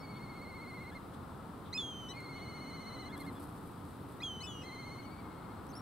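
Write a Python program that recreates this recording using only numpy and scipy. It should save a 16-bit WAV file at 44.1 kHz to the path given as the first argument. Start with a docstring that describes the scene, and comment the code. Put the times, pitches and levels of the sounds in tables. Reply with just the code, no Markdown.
"""A black kite quavers until its voice breaks, over river rush, far traffic and an insect's buzz.
It calls again, joined by a farther kite: a yelp up into a long falling whistle, then the quaver.
Each voice is a nearly pure syrinx tone, echoed by the stony riverbed and the valley.
A crow ticks and scuffs on the pebbles, then flies off, feathers rubbing at each wingbeat.
A small bird chirps once at the start and in a quick run at the end."""
import sys
import numpy as np
from scipy import signal
from scipy.fft import rfft, irfft, next_fast_len
from scipy.io import wavfile
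from scipy.ndimage import map_coordinates

SR = 44100
rng = np.random.default_rng(int(sys.argv[2]) if len(sys.argv) > 2 else 0)


def store_wav(level_fs):
    """Save 16-bit WAV to argv[1]."""
    pcm = np.round(np.clip(np.atleast_2d(level_fs), -1, 1) * 32767)
    wavfile.write(sys.argv[1], SR, pcm.T.astype(np.int16))


N = 256220

# Background loudness. Each row: time in seconds, traffic level in dB, river level in dB before its trim.
BACKGROUND_LEVELS = [(0, -49, -54), (1.7, -49, -54.5), (3.2, -48, -52.5), (3.8, -49, -55.5),
                     (5.8, -48.5, -52.5)]
# Engine and insect loudness. Each row: time in seconds, level in dB.
ENGINE_LEVELS = [(0, -62), (1.5, -71), (3.25, -51.5), (3.7, -60), (5.8, -63)]
INSECT_LEVELS = [(0, -84.5), (.6, -79), (1.8, -84), (2.8, -79.5), (5.8, -82)]
# Noise spectra. Each row: frequency in Hz, relative density in dB.
TRAFFIC_SPECTRUM = [(20, -29), (32, -18), (45, -7), (62, -5), (85, 1), (130, 0), (200, -0.5), (290, -3.5),
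                    (400, -7.5), (520, -12), (700, -29.5), (1500, -52.5)]
RIVER_SPECTRUM = [(250, -7), (500, -3.5), (630, -2.5), (820, 0.5), (1300, 0), (1550, -9), (1850, -14),
                  (2600, -20), (3900, -19.5), (5000, -25.5), (6300, -32), (7400, -28), (8800, -24.5),
                  (15700, -29)]
SCUFF_SPECTRUM = [(2500, -27), (3300, 2), (3900, -4), (5200, -28)]
TICK_SPECTRUM = [(2000, -12), (4200, -3), (6000, -6), (8500, 3), (12500, -4), (15500, -14)]
PUFF_SPECTRUM = [(2200, -15), (4100, -3), (5600, -14), (12000, -33)]
FEATHER_SPECTRUM = [(2000, -20), (4500, -1), (6500, -11), (8500, 4), (10500, 4), (12800, 3), (15500, -17)]
# Stereo width of noise. Each row: frequency in Hz, left-right correlation.
STEREO_CORRELATION = [(35, -0.12), (70, 0.85), (120, 0.99), (260, 0.89), (500, 0.61), (3800, .62),
                      (7500, 0.038)]
# River balance. Each row: frequency in Hz, left over right in dB.
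RIVER_BALANCE = [(300, -8), (1100, 5.5), (2000, 3.5), (8000, -0.2)]
# Kite overtones above the octave. Each row: harmonic number, level in dB re the octave.
QUAVER_OVERTONES = [(3, -21), (4, -19.5), (5, -31)]
NEAR_YELP_OVERTONES = [(3, -15), (4, -24)]
FAR_YELP_OVERTONES = [(3, -6), (4, -14), (5, -22)]
NEAR_WHISTLE_OVERTONES = [(3, -12.5)]
FAR_WHISTLE_OVERTONES = [(3, -14)]
# Kite quavers. Each row: kite, start, length and time of one crest in seconds, beats per second,
# pitch, overshoot and droop in Hz, level, swell, final fade and the octave's own base level in dB.
QUAVERS = [ ("near", 0, .908, .043, 15.45, 2144, 72, 58, -61.7, 10.7, 3.5, -66.5),
           ("near", 2.138, .95, 2.179, 15.72, 2134, 0, 98, -54.8, -4.7, 0, -59.5),
           ("near", 4.635, .425, 4.671, 15.4, 2125, -55, 0, -55, -1, 14, -59),
           ("far", 4.98, .24, 5.062, 14.9, 2310, -160, 50, -67, 4, 8, -70),
           ("far", 5.2, .4, 5.255, 15.4, 2125, 0, 30, -69, -8, 3, -81)]
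# Small bird's chirps. Each row: start and length in seconds, start, middle and end pitch in Hz,
# base level in dB, octave in dB re the fundamental.
CHIRPS = [(0, .028, 5450, 5250, 4700, -68, -20), (5.688, 0.037, 5200, 6350, 4500, -66, -9),
          (5.731, .017, 4000, 4570, 4700, -61, -6), (5.751, .008, 4700, 5160, 5500, -54, -9),
          (5.757, .028, 5480, 5430, 5430, -56, -6), (5.784, 0.024, 5400, 5600, 5200, -63, -12)]
# Crow's gritty scuffs and dry ticks. Each row: peak time and length in seconds, level in dB.
SCUFFS = [(.155, 0.028, -66), (1.137, .014, -65), (1.665, .03, -63), (2.38, .04, -63)]
TICKS = [(1.119, .004, -66), (1.139, .008, -60), (2.206, .008, -63), (2.702, .007, -63),
         (3.58, .005, -61.5), (5.6675, 0.0033, -55)]
# Breaks ending a quaver. Each row: start and end in seconds, base level and relative octave in dB.
VOICE_BREAKS = [(.912, .98, -53, -10.5), (3.088, 3.3, -53, -5.5)]
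# Yelps opening a call. Each row: kite, start, scoop length and held length in seconds,
# held pitch in Hz, base level and relative octave in dB.
YELPS = [ ("near", 1.728, .016, .034, 2542, -44, .5), ("near", 4.202, .017, .014, 2474, -46.5, -10),
         ("far", 4.404, .027, .036, 2580, -54.5, .5)]
# Puffs of hiss. Each row: peak time and length in seconds, level in dB.
HISS_PUFFS = [(1.784, .035, -55), (4.243, .035, -65)]
# Kite whistles. Each row: kite, start and length in seconds, pitch and overshoot in Hz, sag in Hz/s,
# wavers per second, time of one crest in seconds, level and accent in dB, fade in dB/s.
WHISTLES = [ ("near", 1.776, .358, 3295, 265, 895, 9.6, 1.997, -45.8, 7.3, 24),
            ("far", 2.33, .76, 2995, 0, 0, 1.5, 2.83, -70, 0, -2),
            ("near", 4.233, .397, 3132, 200, 680, 7.85, 4.382, -49.3, 9.2, 16),
            ("far", 4.468, .52, 3225, 275, 330, 5.3, 4.65, -64.5, 12, 14),
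            ("far", 5.028, .034, 3080, 0, 4800, 5.3, 5.028, -65, 0, 150)]
# Slurs between registers. Each row: kite, start and length in seconds,
# start, middle and end pitch in Hz, base level and relative octave in dB.
SLURS = [ ("far", 2.087, .04, 1865, 1975, 2040, -63.5, 10), ("far", 2.13, .09, 2540, 2380, 2260, -66, -13),
         ("near", 3.35, .042, 1660, 1725, 1640, -69, 3), ("far", 4.616, .032, 2580, 2580, 2610, -64, -2.5)]
# Rustles of one wingbeat. Each row: delay from the downstroke and length in seconds, relative dB.
WINGBEAT_RUSTLES = [(-.031, .021, -2), (0, .028, 0), (.05, .035, -7), (.13, .04, -7)]


def amp(db):
    """Decibels to gain."""
    return 10 ** (np.asarray(db) / 20)


def unit(x):
    """Scale to rms 1."""
    return x / np.sqrt(np.mean(x ** 2) + 1e-20)


def at_hz(points, hz):
    """Interpolate (Hz, value) points on a log axis."""
    knots_hz, values = np.transpose(points)
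    return np.interp(np.log(hz + 1), np.log(knots_hz + 1), values)


def curves(rows, t):
    """Each column after the time, read at times t."""
    knots_s, *columns = np.transpose(rows)
    return [np.interp(t, knots_s, column) for column in columns]


def times(start_s, end_s, margin_s=.01):
    """Sample times of a sound, with a margin for soft edges."""
    return np.arange(max(0, int((start_s - margin_s) * SR)), min(N, int((end_s + margin_s) * SR))) / SR


def add(track, t, x):
    """Mix x into the track at times t."""
    track[np.round(t * SR).astype(int)] += x


def wobble(rate_hz, size):
    """Smooth random curve."""
    knots = rng.standard_normal(int(size * rate_hz / SR) + 4)
    return map_coordinates(knots, [np.arange(size) * rate_hz / SR])


def filtered(x, response):
    """Apply a frequency response."""
    size = next_fast_len(N + SR // 2)
    return irfft(rfft(x, size) * response(np.fft.rfftfreq(size, 1 / SR)), size)[..., :N]


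def stereo_noise(spectrum):
    """Noise of rms 1, nearly mono around 120 Hz, wide in the treble."""
    def colour(hz):
        angle = np.arccos(np.clip(at_hz(STEREO_CORRELATION, hz), -1, 1)) / 2
        return amp(at_hz(spectrum, hz)) * [np.cos(angle), np.sin(angle)]
    mid, side = filtered(rng.standard_normal((2, N)), colour)
    return unit(np.array([mid + side, mid - side]))


def bursts(events, spectrum, grain_db):
    """Swells of grainy noise, fast rise, slower fall."""
    t = np.arange(N) / SR
    power = np.zeros(N)
    for peak_s, length_s, db in events:
        width_s = length_s * np.where(t < peak_s, .5, 1.4)
        power += amp(db) ** 2 * np.exp(-np.pi * ((t - peak_s) / width_s) ** 2)
    return np.sqrt(power) * unit(stereo_noise(spectrum) * amp(grain_db * wobble(400, N)))


def placed(x, side_db, lead_us):
    """A source to one side is louder and earlier there; positive is left."""
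    half = np.array([[.5], [-.5]])
    return amp(half * side_db) * filtered(x, lambda hz: np.exp(2j * np.pi * hz * half * lead_us / 1e6))


def sung_by(kite, table):
    """One kite's rows, without its name."""
    return [row for name, *row in table if name == kite]


def syrinx(t, start_s, end_s, pitch_hz, db, octave_db, overtones, jitter=.0036, flutter_db=1.2):
    """Nearly pure voice, abrupt and slightly trembling; moving air flutters each partial."""
    phase = 2 * np.pi * np.cumsum(pitch_hz * (1 + jitter * wobble(700, len(t)))) / SR
    edge_s = .004
    ramp = np.clip(np.minimum(t - start_s, end_s - t) / edge_s + .5, 0, 1)
    gate = np.sin(np.pi / 2 * ramp) ** 2
    partials = [(1, 0), (2, octave_db)] + [(round(k), octave_db + rel_db) for k, rel_db in overtones]
    tone = sum(amp(db + rel_db + flutter_db * wobble(89.7, len(t))) * np.sin(k * phase)
               for k, rel_db in partials)
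    return np.sqrt(2) * gate * tone


def quavers(kite, settle_s=.17, swing_hz=46, widen_hz_per_s=30, full_voice_db=-56,
            brighten_db_per_s=4.2, strain_db_per_hz=.055):
    """Pitch swings ever wider, louder on each crest, and droops as air runs out; the tone brightens."""
    out = np.zeros(N)
    for (start_s, length_s, crest_s, beat_hz, hz, overshoot_hz, droop_hz,
         level_db, swell_db, fade_db, octave_level_db) in sung_by(kite, QUAVERS):
        t = times(start_s, start_s + length_s)
        age_s = np.maximum(t - start_s, 0)
        spent = age_s / length_s
        beat = np.cos(2 * np.pi * beat_hz * (t - crest_s))
        sharp_hz = overshoot_hz * np.exp(-(age_s / settle_s) ** 2)
        pitch_hz = hz + sharp_hz - droop_hz * spent ** 3 + (swing_hz + widen_hz_per_s * age_s) * beat
        held_db = level_db + swell_db * spent
        db = held_db - fade_db * spent ** 5
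        throb_db = 1.3 + .26 * np.maximum(full_voice_db - db, 0)  # a weak voice throbs more
        strain_db = strain_db_per_hz * np.maximum(sharp_hz, 0)
        octave_db = octave_level_db - held_db + brighten_db_per_s * age_s + strain_db - .5 * beat
        add(out, t, syrinx(t, start_s, start_s + length_s, pitch_hz, db + throb_db * beat, octave_db,
                           QUAVER_OVERTONES, jitter=.0045, flutter_db=1.6))
    return out


def traffic():
    """Far road rumble, slightly unsteady."""
    level_db, _ = curves(BACKGROUND_LEVELS, np.arange(N) / SR)
    return amp(level_db + .26 * wobble(6, N)) * stereo_noise(TRAFFIC_SPECTRUM)


def engine(centre_hz=280.8, width_hz=18):
    """One far engine drones in a narrow noise band."""
    level_db, = curves(ENGINE_LEVELS, np.arange(N) / SR)
    drone = filtered(rng.standard_normal(N), lambda hz: 1 / (1 + (2 * (hz - centre_hz) / width_hz) ** 2))
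    return amp(level_db) * unit(drone)


def river(trim_db=1.19, gurgle_top_hz=2500):
    """Water a little to the left: the low gurgle swells and sinks, the hiss stays even."""
    _, level_db = curves(BACKGROUND_LEVELS, np.arange(N) / SR)
    half = np.array([[.5], [-.5]])
    water = filtered(stereo_noise(RIVER_SPECTRUM), lambda hz: amp(at_hz(RIVER_BALANCE, hz) * half))
    gurgle = filtered(water, lambda hz: 1 / (1 + (hz / gurgle_top_hz) ** 4))
    hiss = water - gurgle
    return amp(trim_db) * (amp(level_db) * gurgle + amp(level_db.mean()) * hiss)


def insect(stroke_hz=99, centre_hz=8150, glide_hz=2600, scatter_db=2):
    """Thin buzz in the grass: each wing stroke is a tiny falling chirp."""
    t = np.arange(N) / SR
    stroke = (stroke_hz * t + .1 * wobble(5.6, N)) % 1 - .5
    pitch_hz = centre_hz - glide_hz * stroke + 90 * wobble(200, N)
    chirps = np.cos(np.pi * stroke) ** 8 * np.sin(2 * np.pi * np.cumsum(pitch_hz) / SR)
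    level_db, = curves(INSECT_LEVELS, t)
    return amp(level_db) * unit(chirps * amp(scatter_db * wobble(60, N)))


def short_notes(notes, overtones):
    """Each bird note arcs through three pitches and swells in its middle."""
    out = np.zeros(N)
    for start_s, length_s, *arc_hz, db, octave_db in notes:
        t = times(start_s, start_s + length_s)
        progress = np.clip((t - start_s) / length_s, 0, 1)
        pitch_hz = np.polyval(np.polyfit([0, .5, 1], arc_hz, 2), progress)
        swell_db = 5 * np.sin(np.pi * progress) - 4
        add(out, t, syrinx(t, start_s, start_s + length_s, pitch_hz, db + swell_db, octave_db, overtones))
    return out


def small_bird():
    """High chirps, fundamental and octave only."""
    return short_notes(CHIRPS, overtones=[])


def echo(x, t60_s, db, cutoff_hz=4700):
    """Diffuse stereo reflection from rough ground; ground and air absorb the treble."""
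    dull = filtered(x, lambda hz: 1 / (1 + (hz / cutoff_hz) ** 6))
    t = np.arange(SR) / SR
    tail = rng.standard_normal((2, SR)) * amp(-60 * t / t60_s)
    return amp(db) * signal.fftconvolve(dull[None], tail / np.linalg.norm(tail[0]), axes=1)[:, :N]


def crow_on_pebbles():
    """Beak and claws tick and scuff on stone."""
    return bursts(TICKS, TICK_SPECTRUM, grain_db=6.5) + bursts(SCUFFS, SCUFF_SPECTRUM, grain_db=2)


def voice_breaks(beat_s=.071, fade_db_per_s=16, low_db=-8.5, low_octave_db=3.5):
    """The tiring near kite flips between a weak low note and a high one on every beat."""
    low_arc_hz, high_arc_hz = (1660, 1690, 1845), (2110, 2125, 1985)
    notes, half_s = [], beat_s / 2
    for start_s, end_s, level_db, octave_db in VOICE_BREAKS:
        for age_s in beat_s * np.arange(round((end_s - start_s) / beat_s)):
            db = level_db - fade_db_per_s * age_s
            notes.append((start_s + age_s, half_s, *low_arc_hz, db + low_db, octave_db + low_octave_db))
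            notes.append((start_s + age_s + half_s, half_s, *high_arc_hz, db, octave_db))
    return short_notes(notes, QUAVER_OVERTONES)


def yelps(kite, overtones, scoop_db=-8, scoop_octave_db=9.5):
    """A weak, reedy scoop upward, then a jump to a held note in the middle register."""
    scoop_ratios, held_ratios = np.array([.765, .815, .9]), np.array([.985, 1.002, 1.01])
    notes = []
    for start_s, scoop_s, held_s, hz, db, octave_db in sung_by(kite, YELPS):
        notes.append((start_s, scoop_s, *hz * scoop_ratios, db + scoop_db, octave_db + scoop_octave_db))
        notes.append((start_s + scoop_s, held_s, *hz * held_ratios, db, octave_db))
    return short_notes(notes, overtones)


def hiss_puffs():
    """Short puffs of hiss near 4 kHz as each near whistle begins."""
    return bursts(HISS_PUFFS, PUFF_SPECTRUM, grain_db=1)


def whistles(kite, overtones, octave_db, brighten_db_per_db, settle_s=.05, accent_s=.09, waver_hz=22):
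    """Starts sharp and loud, settles, sinks with a slow waver; the octave fades more slowly."""
    out = np.zeros(N)
    for (start_s, length_s, hz, overshoot_hz, sag_hz_per_s, wavers_per_s, crest_s,
         level_db, accent_db, fade_db_per_s) in sung_by(kite, WHISTLES):
        t = times(start_s, start_s + length_s)
        age_s = np.maximum(t - start_s, 0)
        bend_hz = waver_hz * np.cos(2 * np.pi * wavers_per_s * (t - crest_s))
        sharp_hz = overshoot_hz * np.exp(-(age_s / settle_s) ** 1.5)
        pitch_hz = hz + sharp_hz - sag_hz_per_s * age_s + bend_hz
        db = level_db + accent_db * np.exp(-(age_s / accent_s) ** 2) - fade_db_per_s * age_s
        bright_db = octave_db + brighten_db_per_db * (db.max() - db)
        add(out, t, syrinx(t, start_s, start_s + length_s, pitch_hz, db, bright_db, overtones))
    return out


def slurs(kite, overtones):
    """Single slides between registers."""
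    return short_notes(sung_by(kite, SLURS), overtones)


def crow_wings(takeoff_s=3.203, beat_s=.229, beats=5, hard_beats=2, easy_db=-66, lift_db=6.7):
    """Feathers rub at each stroke, hard at lift-off, then easy; air rushes through them."""
    rustles = [(takeoff_s + k * beat_s + delay_s, length_s, easy_db + db + lift_db * (k < hard_beats))
               for k in range(beats) for delay_s, length_s, db in WINGBEAT_RUSTLES]
    airflow = (3.55, .51, -73)  # peak s, length s, dB
    return bursts(rustles + [airflow], FEATHER_SPECTRUM, grain_db=3.5)


def scene():
    """Near kite right, far kite left, small bird, their echoes, crow and background."""
    near = whistles("near", NEAR_WHISTLE_OVERTONES, octave_db=-17.5, brighten_db_per_db=.26)
    near += quavers("near") + yelps("near", NEAR_YELP_OVERTONES) + slurs("near", NEAR_YELP_OVERTONES)
    near += voice_breaks()
    far = whistles("far", FAR_WHISTLE_OVERTONES, octave_db=-6.8, brighten_db_per_db=.1)
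    far += quavers("far") + yelps("far", FAR_YELP_OVERTONES) + slurs("far", FAR_YELP_OVERTONES)
    small = small_bird()
    direct = placed(near, side_db=-2, lead_us=-25.5) + placed(far, side_db=7, lead_us=36)
    direct += placed(small, side_db=-.7, lead_us=13)
    stones = echo(near + far + small, t60_s=.25, db=-15)
    valley = echo(near + far + small, t60_s=2.1, db=-25)
    foreground = direct + stones + valley + hiss_puffs() + crow_wings() + crow_on_pebbles()
    return foreground + traffic() + engine() + river() + insect()


def record(dry, top_hz=15750):
    """Brick-wall low-pass."""
    return filtered(dry, lambda hz: hz < top_hz)


dry = scene()
out = record(dry)
store_wav(out)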